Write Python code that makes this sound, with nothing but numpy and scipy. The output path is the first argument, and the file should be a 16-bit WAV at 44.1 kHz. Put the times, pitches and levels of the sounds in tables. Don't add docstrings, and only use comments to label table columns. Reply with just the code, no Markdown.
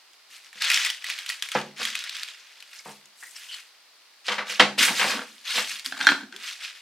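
import sys
import numpy as np
from scipy import signal
from scipy.io import wavfile
from scipy.ndimage import uniform_filter1d

SR = 44100
rng = np.random.default_rng(int(sys.argv[2]) if len(sys.argv) > 2 else 0)


def waveform_to_disk(signal):
    frames = np.transpose(np.atleast_2d(signal))
    scaled = np.clip(frames, -1, 1) * 32767
    samples = np.round(scaled).astype(np.int16)
    wavfile.write(sys.argv[1], SR, samples)


N = 300621
T = np.arange(N) / SR
RING_T = np.arange(16384) / SR
STEP_T = T[::32]
SAG_DB_PER_S = 20.5

# (frequency [Hz], gain [dB])
RUB_COLOUR = [(88, -74), (150, -30), (197, -42), (280, -33), (315, -43.5), (578, -23.5), (730, -22),
              (805, -19.5), (1630, -2.5), (2650, 0.5), (8730, -8), (13700, -17.5), (16000, -28.5)]
# (frequency [Hz], gain of the side signal [dB])
WIDTH = [(100, -51), (300, -16.5), (1000, -11), (2500, -9.5), (5000, -4.5), (9000, -0.5), (16000, -1.5)]


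def amp(db):
    return 10 ** (np.asarray(db) / 20)


def evened(x):
    return x / np.sqrt(np.mean(x ** 2) + 1e-20)


def struck(x):
    return x / np.sqrt(np.mean(x[:SR // 50] ** 2) + 1e-20)


def read(points, hz):
    f, value = np.transpose(points)
    return np.interp(np.log(hz + 1), np.log(f + 1), value)


def add(mix, start_s, sound):
    part = mix[max(round(start_s * SR), 0):][:len(sound)]
    part += sound[:len(part)]


def cut(x, hz, kind, order=2):
    sos = signal.butter(order, np.clip(hz, 20, SR / 2 - 1000), kind, fs=SR, output="sos")
    return signal.sosfilt(sos, x)


def colour(x, points):
    hz = abs(np.fft.fftfreq(4096, 1 / SR))
    log_gain = np.log(amp(np.maximum(read(points, hz), -100)))
    taps = np.fft.ifft(np.exp(np.conj(signal.hilbert(log_gain)))).real[:2048]
    return signal.oaconvolve(x, taps)[:len(x)]


def ring(modes):
    out = np.zeros(len(RING_T))
    for k, (hz, db, t60_s) in enumerate(modes):
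        decay = amp(db - 60 * RING_T / max(t60_s, 0.005))
        out += (-1) ** k * decay * np.sin(2 * np.pi * hz * RING_T)
    return out


def burst(t60_s):
    return rng.standard_normal(len(RING_T)) * amp(-60 * RING_T / max(t60_s, 0.001))


def slips(per_s, spread_db):
    size = amp(spread_db * np.minimum(rng.exponential(1, N), 3.5))
    return evened(size * rng.choice([-1, 1], N) * (rng.random(N) < per_s / SR))


def patchy(x, patchy_db):
    z = signal.stft(x, nperseg=256, noverlap=192)[2]
    by_pitch = uniform_filter1d(rng.standard_normal(z.shape), size=7, axis=0)
    patches = evened(uniform_filter1d(by_pitch, size=5, axis=1))
    return signal.istft(z * amp(patchy_db * patches), nperseg=256, noverlap=192)[1][:len(x)]


def resonate(x, hz, width_hz):
    turn = np.exp(2j * np.pi * np.cumsum(hz * np.ones(len(x))) / SR)
    r = np.exp(-np.pi * width_hz / SR)
    return (turn * signal.lfilter([1 - r], [1, -r], x / turn)).real


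def whistle(hz, width_hz, count):
    once = resonate(rng.standard_normal(count), hz, width_hz)
    return evened(resonate(once, hz, width_hz))


def stroke(start_s, rise_s, hold_s, db, release_db_per_s):
    t = STEP_T - start_s
    rise_gain = np.clip(t / max(rise_s, 0.002), 0, 1) ** 1.2
    sag_db = SAG_DB_PER_S * np.maximum(t - rise_s, 0)
    release_db = release_db_per_s * np.maximum(t - rise_s - hold_s, 0)
    return rise_gain * amp(db - np.minimum(sag_db + release_db, 150))


def together(gains):
    return np.interp(T, STEP_T, np.sqrt(sum(gain ** 2 for gain in gains)))


def hush():
    # (frequency [Hz], gain [dB])
    hiss_colour = [(18, -44), (30, -49), (98, -22), (355, -5.5), (801, 0.5), (1070, 1.5), (1860, 1),
                   (3400, 0.5), (4530, 4), (6720, -9), (14400, -14.5), (16000, -20)]
    mid, side = (evened(colour(z, hiss_colour)) for z in rng.standard_normal((2, N)))
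    side = 1.66 * colour(side, WIDTH)
    return amp(-59.0) * np.array([mid + side, mid - side])


def room(x, wet_db):
    # (frequency [Hz], t60 [s])
    room_t60 = [(150, 0.42), (400, 0.46), (1000, 0.29), (3000, 0.3), (8000, 0.37), (16000, 0.38)]
    lean = 0.1
    hz, t, z = signal.stft(rng.standard_normal((2, len(RING_T))), SR, nperseg=256)
    decay = amp(-60 * t / read(room_t60, hz)[:, None])
    tails = signal.istft(z * decay, SR, nperseg=256)[1][:, :len(RING_T)]
    tails = tails * np.clip(RING_T / 0.0023, 0, 1)
    mid, side = (amp(wet_db) * signal.oaconvolve(x, tail / np.linalg.norm(tail))[:N] for tail in tails)
    place = evened(uniform_filter1d(rng.standard_normal(N), size=300))
    side = colour(side + (0.4 * place + lean) * x, WIDTH)
    return np.array([x + mid + side, x + mid - side])


def effort():
    # (start [s], rise [s], hold [s], relative level [dB], fizz relative to the stroke [dB])
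    strokes = [(0.276, 0.044, 0.043, -47, -6), (0.418, .03, .02, -51.5, -10), (0.507, 0.082, .03, -43, -14),
               (0.597, 0.024, 0.1, -25, -19), (0.671, 0.063, 0.13, -24.5, -14.5),
               (0.999, 0.093, .015, -31.5, -17), (1.147, 0.015, 0.079, -39.5, -14.5),
               (1.268, 0.027, 0.0099, -33.5, -10.5), (1.425, 0.014, .005, -37.5, -10),
               (1.496, 0.056, 0.013, -32.5, -16), (1.751, 0.074, 0.069, -30.5, -13.5),
               (1.927, 0.024, 0.16, -37, -22), (2.106, 0.044, 0.076, -37.5, -13),
               (2.273, 0.0093, .005, -39, -16), (2.36, 0.024, 0.39, -49.5, -14),
               (2.662, 0.078, 0.038, -47.5, -5), (2.823, 0.057, 0.027, -48.5, -1.5),
               (3.15, 0.062, 0.11, -56.5, 8), (3.316, .05, 0.15, -46, -4.5), (3.469, 0.064, 0.046, -43, -7),
               (4.241, 0.024, 0.067, -36.5, -12.5), (4.454, 0.053, 0.011, -29.5, -13),
               (4.775, 0.014, 0.038, -20, -10), (4.803, 0.026, 0.01, -20, -6),
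               (4.909, 0.074, 0.14, -25.5, -9.5), (5.24, 0.033, 0.18, -51.5, -5),
               (5.437, 0.067, 0.027, -27, -13), (5.522, 0.044, 0.021, -24.5, -9.5),
               (5.65, 0.039, 0.046, -32.5, -9.5), (5.841, 0.011, .01, -37, -4.5),
               (5.93, 0.077, 0.11, -46.5, -10), (6.357, 0.13, 0.011, -34.5, -10),
               (6.569, 0.071, 0.016, -35, -15), (6.73, 0.027, .05, -50.5, -10)]
    release_db_per_s = 153.5
    grip_db, grip_fizz_db = -64, -8.5
    gains = [(stroke(*row, release_db_per_s), fizz_db) for *row, fizz_db in strokes]
    gains.append((amp(grip_db), grip_fizz_db))
    rub_gain = together(gain for gain, _ in gains)
    fizz_gain = together(gain * amp(fizz_db) for gain, fizz_db in gains)
    return rub_gain, fizz_gain


def rubbing(rub_gain, fizz_gain):
    merged = np.clip((20 * np.log10(rub_gain) + 36) / 12, 0, 1)
    clicks = (1 - 0.45 * merged) * slips(per_s=3000, spread_db=2.0)
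    hiss = (0.59 + 0.5 * merged) * rng.standard_normal(N)
    decay = amp(-60 * RING_T / 0.012)
    clumps = evened(signal.oaconvolve(abs(slips(per_s=200, spread_db=1)), decay)[:N])
    clump_gain = 1.76 + 0.5 * (1 - 0.44 * merged) * (clumps - clumps.mean())
    grains = colour(patchy((clicks + hiss) * clump_gain, patchy_db=2.5), RUB_COLOUR)
    body = evened(cut(grains, 5590, "low", order=4))
    fizz = evened(cut(grains, 6800, "high", order=4))
    return amp(-0.5) * body * rub_gain + amp(-2.5) * fizz * fizz_gain


def squeaks():
    # (time [s], length [s], pitch [Hz], width of each resonance pass [Hz], level [dB])
    squeak_rows = [(2.785, 0.014, 5430, 1500, -42.5), (2.791, 0.013, 2220, 300, -48),
                   (3.223, 0.025, 1790, 420, -40.5), (3.256, 0.031, 1890, 320, -48),
                   (3.348, 0.035, 5400, 600, -46.5), (3.468, 0.11, 3050, 380, -41.5),
                   (3.516, 0.04, 4330, 600, -40.5), (4.815, .022, 1680, 158, -38),
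                   (5.996, 0.078, 3630, 170, -36.5)]
    out = np.zeros(N)
    for start_s, length_s, hz, width_hz, db in squeak_rows:
        count = int(length_s * SR)
        fade = signal.windows.tukey(count, 0.6)
        add(out, start_s, amp(db) * whistle(hz, width_hz, count) * fade)
    return out


def small_snaps(rub_gain):
    start_s, stop_s, per_s = 0.65, 2.4, 24
    over_rub_db, spread_db, low_hz, high_hz = 10, 1, 1770, 3900
    times = np.arange(start_s, stop_s, 1 / per_s)
    when, size, pitch = rng.uniform(-1, 1, (3, len(times)))
    times = times + 0.5 * when / per_s
    db = 20 * np.log10(np.interp(times, T, rub_gain)) + over_rub_db + spread_db * size
    return list(zip(times, db, np.interp(pitch, [-1, 1], [low_hz, high_hz])))


def snaps(rub_gain):
    # (time [s], relative level [dB], pitch [Hz])
    big_snaps = [(0.132, -40, 3240), (0.5286, -31.5, 1800), (0.62, -11, 4270), (0.6416, -14, 2520),
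                 (0.7004, -4.5, 2520), (0.715, -8, 2040), (0.7428, -7.5, 5330), (0.7719, -9.5, 1880),
                 (0.8481, -10.5, 2500), (0.8595, -11.5, 1980), (0.9003, -11, 3040), (1.042, -17.5, 1960),
                 (1.0991, -13.5, 2360), (1.1867, -19.5, 2180), (1.261, -19.5, 3000), (1.2908, -15, 4400),
                 (1.2994, -14.5, 1920), (1.423, -10.5, 3420), (1.487, -22, 2270), (1.5166, -15.5, 3280),
                 (1.8294, -16, 3250), (1.8511, -9.5, 3250), (1.952, -13.5, 2550), (1.9897, -20, 4100),
                 (2.0386, -19, 3740), (2.0941, -19.5, 4050), (2.166, -22.5, 3630), (2.232, -17, 4460),
                 (2.604, -31.5, 4230), (2.6242, -29.5, 2880), (3.056, -37.5, 6800), (3.3643, -33, 5030),
                 (4.8309, -8, 2020), (5.7946, -22, 4440), (5.8602, -13, 4700), (6.3623, -24.5, 3460)]
    out = np.zeros(N)
    for start_s, db, hz in big_snaps + small_snaps(rub_gain):
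        flip = np.sin(2 * np.pi * hz * RING_T) * np.exp(-RING_T * hz / 4)
        crackle = colour(burst(t60_s=0.029), RUB_COLOUR)
        snap = struck(cut(flip, 2000, "high")) + 0.9 * struck(crackle)
        add(out, start_s + 0.000907, amp(db - 20.0) * snap)
    return out


def hollow():
    # (start [s], rise [s], hold [s], relative level [dB], pitch before the lift [Hz])
    booms = [(1.547, .015, 0.12, -43.5, 223), (1.79, 0.028, 0.072, -53, 228),
             (4.786, 0.023, 0.0044, -34, 250), (4.88, 0.026, 0.0072, -34, 204),
             (5.02, 0.032, 0.045, -44, 232), (5.117, 0.039, 0.012, -35, 243), (5.528, 0.03, .04, -49, 243),
             (5.854, 0.0091, .16, -52.5, 260), (6.073, 0.038, .01, -30.5, 286),
             (6.193, 0.039, 0.0073, -41, 218), (6.302, .04, 0.023, -55.5, 325)]
    release_db_per_s = 324
    lift_s, lift_hz_per_s = 6.31, 1300
    gains = [stroke(*row, release_db_per_s) for *row, _ in booms]
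    power = np.square(gains) + 1e-20
    pitch_hz = np.transpose(booms)[-1] @ power / power.sum(0)
    pitch_hz = np.interp(T, STEP_T, pitch_hz) + lift_hz_per_s * np.maximum(T - lift_s, 0)
    air = 0.83 * whistle(pitch_hz, width_hz=37, count=N) + 0.31 * whistle(pitch_hz, width_hz=220, count=N)
    return air * together(gains)


def tray():
    # (time [s], level [dB], hardness as low-pass cut-off [Hz], bass boost [dB])
    knocks = [(0.552, -61, 400, -3), (1.551, -20.5, 1640, 7.5), (1.793, -48, 1500, 15),
              (2.857, -42, 1390, 15), (2.882, -44.5, 990, 27), (3.2271, -53.5, 3000, -14),
              (4.282, -24.5, 4330, -15), (4.318, -27, 4900, -20), (4.382, -29, 3400, -11),
              (4.592, -36, 8000, 18), (4.5963, -12.5, 5250, -0.5), (4.6, -13, 4480, 8),
              (4.7798, -35, 7000, 23), (4.876, -28, 4000, -14), (4.906, -32.5, 1500, 8),
              (4.995, -24, 3940, -7), (5.013, -21, 3960, -28), (5.042, -27.5, 1080, -3),
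              (5.116, -30, 4030, -15), (5.579, -28.5, 3020, -23)]
    # (start [s], rise [s], hold [s], relative level [dB])
    pushes = [(1.788, .012, .01, -35.5), (4.275, 0.024, .03, -29), (4.374, 0.014, 0.042, -29.5),
              (4.491, 0.0084, 0.015, -35.5), (4.78, 0.025, .17, -35), (4.984, .055, .005, -27),
              (5.067, 0.018, 0.11, -30.5), (5.533, 0.038, 0.022, -32)]
    # (frequency [Hz], relative level [dB], t60 [s])
    tray_modes = [(205.3, 1.5, 0.26), (373, -7.5, 0.1), (433, -16.5, 0.058), (502.5, -1.5, 0.11),
                  (575, -10.5, 0.2), (737, -7, 0.36), (886, -23, .08), (935, -8.5, 0.22), (1104, 0, 0.16),
                  (1230, -12.5, .1), (1280, 9.5, 0.055), (1600, 0.5, 0.091), (2017, 1.5, 0.14),
                  (2240, -18.5, 0.051), (2830, -0.5, .1), (3153, 11, 0.094), (4550, -6, .1)]
    # (frequency [Hz], relative level [dB], t60 [s])
    sheet_modes = [(144.4, -8.5, 0.36), (207, 0, 0.26), (288, -7, 0.18), (370.4, -15.5, 0.47)]
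    # (frequency [Hz], gain [dB])
    crowd_colour = [(59, -54), (100, -22.5), (193, -19), (583, -10.5), (648, -10), (721, -8), (872, -5),
                    (1230, -10), (1580, -6), (1950, -4), (5190, -12.5), (13200, -23.5), (16000, -50)]
    metal_share, metal_hz = 0.46, 4000
    release_db_per_s = 297.5

    modes, sheet = struck(ring(tray_modes)), struck(ring(sheet_modes))
    out = np.zeros(N)
    for start_s, db, hard_hz, bass_db in knocks:
        metal = metal_share * min(hard_hz / metal_hz, 1) ** 2
        crowd = struck(colour(burst(t60_s=0.17), crowd_colour))
        blow = metal * modes + 0.92 * crowd + 0.097 * sheet
        blow = blow + (amp(bass_db) - 1) * cut(blow, 650, "low", order=1)
        add(out, start_s, amp(db) * struck(cut(blow, hard_hz, "low")))

    body = 0.3 * modes + struck(colour(burst(t60_s=0.039), crowd_colour)) + 0.018 * sheet
    drag = slips(per_s=600, spread_db=6)
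    grit = evened(cut(signal.oaconvolve(drag, body)[:N], 1900, "low"))
    return out + amp(-2.5) * grit * together(stroke(*push, release_db_per_s) for push in pushes)


def lid():
    # (time [s], level [dB], hardness as low-pass cut-off [Hz])
    clacks = [(4.883, -30, 3000), (5.12, -38, 2500), (5.192, -34.5, 2480), (5.217, -39.5, 2200),
              (5.923, -33, 2120), (6.004, -35, 4000), (6.011, -27, 4000), (6.048, -40, 9000),
              (6.0692, -12, 6000), (6.0761, -22.5, 4000), (6.089, -17.5, 2540), (6.119, -24.5, 1810),
              (6.208, -48, 3000), (6.233, -46, 2000), (6.325, -44.5, 9100)]
    # (start [s], rise [s], hold [s], level [dB])
    turns = [(5.898, 0.089, 0.045, -38.5), (5.948, 0.077, 0.072, -31.5), (6.062, 0.03, 0.016, -28.5),
             (6.184, 0.018, 0.017, -49), (6.302, 0.052, .01, -47)]
    # (frequency [Hz], relative level [dB], t60 [s])
    lid_modes = [(292, -35, 0.48), (910, -16, 0.031), (1403, -2.5, 0.02), (1563, 1.5, 0.018),
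                 (1727, -5.5, 0.034), (2310, -32, 0.022), (3240, -14.5, 0.083), (3524, -10.5, 0.042),
                 (4150, -6.5, 0.023), (5700, -30, 0.016)]
    # (frequency [Hz], gain [dB])
    lid_colour = [(60, -38.5), (250, -11), (480, -27), (700, -9), (950, -8.5), (1200, -9.5), (1600, 1),
                  (1950, -6.5), (2900, -10), (3600, -14), (4300, -11), (6000, -16.5), (10000, -27),
                  (16000, -42)]
    release_db_per_s = 290

    out = np.zeros(N)
    for start_s, db, hard_hz in clacks:
        grip = rng.normal(1, 0.0082, len(lid_modes))
        modes = ring([(hz * g, mode_db, t60_s) for g, (hz, mode_db, t60_s) in zip(grip, lid_modes)])
        blow = struck(modes) + 0.7 * struck(colour(burst(t60_s=0.009), lid_colour))
        add(out, start_s, amp(db) * struck(cut(blow, hard_hz, "low", order=1)))

    rasp = evened(colour(patchy(slips(per_s=850, spread_db=0.0), patchy_db=4), lid_colour))
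    return out + rasp * together(stroke(*turn, release_db_per_s) for turn in turns)


def scene():
    rub_gain, fizz_gain = effort()
    gloves = rubbing(rub_gain, fizz_gain) + squeaks() + snaps(rub_gain)
    jar = room(tray() + hollow(), wet_db=-8.0) + room(lid(), wet_db=-6.0)
    return hush() + room(gloves, wet_db=-9.5) + jar


def record(dry):
    bass_leak_db, edge_hz = -40, 16200
    clipped = np.clip(cut(dry, 155, "high", order=3) + amp(bass_leak_db) * dry, -1, 1)
    taps = signal.firwin(511, edge_hz, window=("kaiser", 9), fs=SR)
    return signal.oaconvolve(clipped, taps[None], "same")


dry = scene()
out = record(dry)
waveform_to_disk(out)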